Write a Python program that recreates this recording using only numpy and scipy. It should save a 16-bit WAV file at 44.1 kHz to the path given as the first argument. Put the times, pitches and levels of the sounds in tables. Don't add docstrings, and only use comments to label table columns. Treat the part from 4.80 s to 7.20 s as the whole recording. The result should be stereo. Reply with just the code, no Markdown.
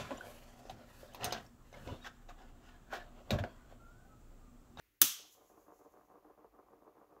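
import sys
import numpy as np
from scipy import signal
from scipy.fft import rfft, irfft, next_fast_len
from scipy.io import wavfile
from scipy.ndimage import map_coordinates

SR = 44100
rng = np.random.default_rng(int(sys.argv[2]) if len(sys.argv) > 2 else 0)


def amplitude_ratio(level_db):
    exponent = np.asarray(level_db, float) / 20
    return 10 ** exponent


def master(y):
    cut = np.clip(np.atleast_2d(y).T, -1, 1)
    pcm = np.round(cut * 32767)
    wavfile.write(sys.argv[1], SR, pcm.astype(np.int16))


N = 105840

# hz, level_db_per_hz
AIR_SPECTRUM = [(18, -30), (30, -1.5), (93, -4.5), (188, -25.5), (285, -9.5), (714, -28.5), (1980, -16.5),
                (7350, -34.5), (15700, -25)]
# time_s, level_db
AIR_LEVEL = [(0, -71), (.2, -78), (.7, -76), (1.4, -79), (2.4, -78.5)]
# hz, level_db_per_hz
HISS_SPECTRUM = [(1470, -31), (2500, -4), (3050, -13.5), (4810, -2.5), (5230, -2.5), (6900, 0.5),
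                 (8170, -9), (12100, 0.5), (15700, -7.5)]
# time_s, level_db
SLEEVE_LEVEL = [(.21, -95.5), (.4, -74), (.53, -63), (.58, -71.5), (.65, -73), (.75, -75), (.9, -81),
                (1.0, -75), (1.15, -80), (1.35, -88), (1.6, -105)]
# hz, level_db_per_hz
CLOTH_SPECTRUM = [(2500, -23), (5000, -11), (6600, 0.5), (7600, -6), (8400, -16), (11000, -6),
                  (15700, -6.5)]
# centre_s, half_length_s, centre_hz, width_hz, level_db
THIN_HISS = (-2, 3.62, 14001.5, 1501, -83.5)
# time_s, level_db
HUM_LEVEL = [(0, -82), (.6, -99), (.95, -91), (1.7, -82.5), (2.4, -87.5)]
# hz, t60_s
ROOM_T60 = [(150, .3), (500, .35), (1200, .42), (2300, .44), (3200, .52), (6000, .44), (9000, .33),
            (15000, .29)]
# hz, gain_db
ROOM_COLOUR = [(150, 1), (600, -0.5), (1500, 0), (3200, 2), (4500, -1.5), (8500, 1.5), (11000, -1.5),
               (15000, -1)]
# time_s, level_db
RUB_LEVEL = [(.25, -91.5), (.4, -66), (.5, -71.5), (.62, -66.5), (.8, -62), (.95, -63.5), (1.2, -62.5),
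             (1.7, -62.5), (2.4, -64.5)]
# place_turns, width_turns, force_db
ROUGH_SPOTS = [(-.44, .05, -5.5), (-.29, .05, -3), (-.13, .06, -3.5), (.01, 0.046, -2.5), (.12, .055, -8.5),
               (.27, .07, -13)]
# time_s, peak_db
BAR_BUMPS = [(0.57, -55), (0.61, -53.5), (0.697, -55.5), (0.774, -53), (0.88, -51), (0.919, -48.5),
             (1.011, -53), (1.057, -52), (1.137, -52.5), (1.171, -51), (1.299, -52), (1.354, -52.5),
             (1.448, -52.5), (1.499, -52.5), (1.575, -55), (1.643, -48.5), (1.789, -51), (1.932, -49),
             (2.02, -52), (2.076, -48.5), (2.167, -53), (2.214, -50), (2.326, -55), (2.365, -49)]
# centre_hz, width_hz, gain_db
TUB_MODES = [(150.7, 40, -6), (323.4, 60, -1), (376, 60, -1.5), (457.9, 44, -2), (560, 81.15, -5.5),
             (733, 92.8, -4.5), (888, 120, -7.5), (1020, 110, -6), (1194, 120, -6.5), (1620, 390, -19)]
# hz, left_over_right_db
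TUB_PAN = [(200, -3.5), (380, -5), (700, -3), (1300, 0.5)]
# time_s, level_db
CONTACTS = [
    (0.2109, -60),
    (.2144, -36.5),
    (0.2158, -10),
    (0.2159, -9),
    (0.2199, -15),
    (0.222, -21),
    (.2290, -21),
]
# hz, level_db_per_hz
CRACK_SPECTRUM = [(90, -55.5), (300, -33), (750, -24.5), (1100, -18.5), (2000, -15.5), (3100, -10),
                  (8300, -13), (15700, -4.5)]
# centre_hz, width_hz, over_crack_db
SHELL_MODES = [(1235, 230, 8), (3250, 450, 3), (6000, 1100, 8.5), (12700, 2800, 2.5)]
# hz, left_over_right_db
SNAP_PAN = [(150, -6), (1200, -2), (2500, -1), (5500, -7), (8500, -3.5), (12500, 0)]
# hz, level_db, t60_s
BENCH_MODES = [(45, -62, .15), (132.44, -55, .2), (198, -49.5, .2), (259, -47, .17), (333.8, -49, .14),
               (440, -51.5, .18), (600, -53.5, .15), (836, -49.5, 0.12), (1203, -34, .07),
               (1265, -36.5, .06)]
# hz, gain_db
BAND_LIMIT = [(15650, 0), (15900, -22), (16400, -55), (16480, -120)]

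TURN_S, MARK_S = 0.1446, 0.7750
SPIN_UP_S, START_S = 0.14, 0.25
SPOT_SCATTER_DB, DRAG_DB, RUB_DB, BUMP_GAIN_DB = -1.35, -11.5, -6.5, 81
KNOCKS_PER_S, KNOCK_SCATTER_DB = 240, 1.5
TUB_TOP_HZ, TUB_LOW_HZ = 1390, 204
TUB_WET_DB, TUB_LAG_S, TUB_DECAY_SHARE = -3.5, 0.00007, 0.2
SNAP_T60_S, SNAP_ALIKE, SNAP_ROOM_DB = 0.025, 0.18, 11
THUMP_S, THUMP_RISE_S, THUMP_FLUTTER_DB = 0.2153, 0.004, 5.5
SIDES = np.array([[0.5], [-0.5]])


def unit(x):
    return x / np.sqrt(np.mean(x ** 2) + 1e-20)


def along(points, hz):
    f, v = np.transpose(points)
    return np.interp(np.log(hz + 1), np.log(f + 1), v)


def curve(rows):
    return np.interp(np.arange(N) / SR, *np.transpose(rows))


def wobble(rate_hz):
    knots = rng.standard_normal(int(N * rate_hz / SR) + 4)
    return map_coordinates(knots, [np.arange(N) * rate_hz / SR])


def filtered(x, response):
    m = next_fast_len(N + SR // 2)
    return irfft(rfft(x, m) * response(np.fft.rfftfreq(m, 1 / SR)), m)[..., :N]


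def modes(table, f):
    total = 0
    for k, (centre_hz, width_hz, db) in enumerate(table):
        damping = 1j * f * width_hz
        total = total + (-1) ** k * amplitude_ratio(db) * damping / (centre_hz ** 2 - f ** 2 + damping)
    return total


def pair(alike):
    a, b = rng.standard_normal((2, N))
    angle = np.arccos(np.clip(alike, 0, 1)) / 2
    shared, own = np.cos(angle) * a, np.sin(angle) * b
    return np.array([shared + own, shared - own])


def shaped_noise(alike, spectrum):
    return unit(filtered(pair(alike), lambda f: amplitude_ratio(along(spectrum, f))))


def room(x, decay_share=1.0):
    hz, t, z = signal.stft(rng.standard_normal((2, SR)), SR, nperseg=256)
    t60_s = decay_share * along(ROOM_T60, hz)[:, None]
    gain = amplitude_ratio(along(ROOM_COLOUR, hz)[:, None] - 60 * t / t60_s)
    tail = signal.istft(z * gain, SR, nperseg=256)[1]
    delayed = np.pad(x, (250, 0))[None]
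    return signal.fftconvolve(delayed, tail / np.linalg.norm(tail[0]), axes=1)[:, :N]


def air_and_hiss():
    air = amplitude_ratio(curve(AIR_LEVEL) + 0.27 * wobble(4.9)) * shaped_noise(0.15, AIR_SPECTRUM)
    hiss = amplitude_ratio(-84) * shaped_noise(0.0082, HISS_SPECTRUM)
    centre_s, half_s, hz, width_hz, db = THIN_HISS
    thin = unit(filtered(pair(0.05), lambda f: modes([(hz, width_hz, 0)], f)))
    swell = np.exp(-0.5 * ((np.arange(N) / SR - centre_s) / half_s) ** 2)
    return air + hiss + amplitude_ratio(db) * swell * thin


def sleeve():
    return amplitude_ratio(curve(SLEEVE_LEVEL) + 1.9 * wobble(38)) * shaped_noise(0.27, CLOTH_SPECTRUM)


def hum():
    low = filtered(pair(0.8), lambda f: modes([(46, 18, 0)], f) ** 2)
    return amplitude_ratio(curve(HUM_LEVEL) + [[-1.2], [1.2]]) * unit(low)


def contact_force():
    t = np.arange(N) / SR
    spin_lag_s = SPIN_UP_S * np.exp(-np.clip(t - START_S, 0, 9) / SPIN_UP_S)
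    turns = (t - MARK_S + spin_lag_s) / TURN_S
    luck = rng.standard_normal((len(ROUGH_SPOTS), 24))
    force = amplitude_ratio(DRAG_DB)
    for (place, width, db), row in zip(ROUGH_SPOTS, luck):
        lap = np.round(turns - place)
        peak = amplitude_ratio(db + SPOT_SCATTER_DB * row[lap.astype(int) + 6])
        force = force + peak * np.exp(-0.5 * ((turns - place - lap) / width) ** 2)
    return force


def stirrer():
    struck = rng.random(N) < KNOCKS_PER_S / SR
    strength = amplitude_ratio(KNOCK_SCATTER_DB * np.clip(rng.standard_normal(N), -2, 2))
    knocks = struck * strength * np.sign(rng.random(N) - 0.4)
    drive = contact_force() * (unit(knocks) + amplitude_ratio(RUB_DB) * rng.standard_normal(N))
    for time_s, db in BAR_BUMPS:
        drive[round(time_s * SR)] += amplitude_ratio(db + BUMP_GAIN_DB)

    def tub(f):
        low_cut = (1j * f / (TUB_LOW_HZ + 1j * f)) ** 2
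        return modes(TUB_MODES, f) / (1 + 1j * f / TUB_TOP_HZ) ** 2 * low_cut

    sound = unit(filtered(drive, tub))
    direct = filtered(sound, lambda f: np.exp(-2j * np.pi * f * TUB_LAG_S * SIDES))
    both = direct + amplitude_ratio(TUB_WET_DB) * room(sound, TUB_DECAY_SHARE)
    panned = filtered(both, lambda f: amplitude_ratio(along(TUB_PAN, f) * SIDES))
    return amplitude_ratio(curve(RUB_LEVEL)) * unit(panned)


def bench_thump():
    u = np.clip(np.arange(N) / SR - THUMP_S, 0, 9)
    thump = 0
    for hz, db, t60_s in BENCH_MODES:
        level = amplitude_ratio(db - 60 * u / t60_s + THUMP_FLUTTER_DB * wobble(45))
        thump = thump + level * np.sin(2 * np.pi * hz * u + SIDES / 2)
    return thump * (1 - np.exp(-u / THUMP_RISE_S))


def switch():
    t = np.arange(N) / SR
    burst = 0
    for time_s, db in CONTACTS:
        burst = burst + amplitude_ratio(db - 60 * np.clip(t - time_s, 0, 1) / SNAP_T60_S) * (t >= time_s)

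    def shell(f):
        return amplitude_ratio(along(CRACK_SPECTRUM, f)) * (1 + abs(modes(SHELL_MODES, f)))

    snap = filtered(burst * pair(SNAP_ALIKE), shell)
    click = filtered(signal.unit_impulse(N, round(THUMP_S * SR)), shell)
    both = snap + amplitude_ratio(SNAP_ROOM_DB) * room(click) + bench_thump()
    return filtered(both, lambda f: amplitude_ratio(along(SNAP_PAN, f) * SIDES))


def scene():
    return air_and_hiss() + sleeve() + hum() + stirrer() + switch()


def roll_off(x):
    return signal.sosfilt(signal.butter(12, 16470, fs=SR, output="sos"), x)


def record(dry):
    mix = filtered(dry, lambda f: amplitude_ratio(along(BAND_LIMIT, f)))
    return roll_off(mix)


dry = scene()
out = record(dry)
master(out)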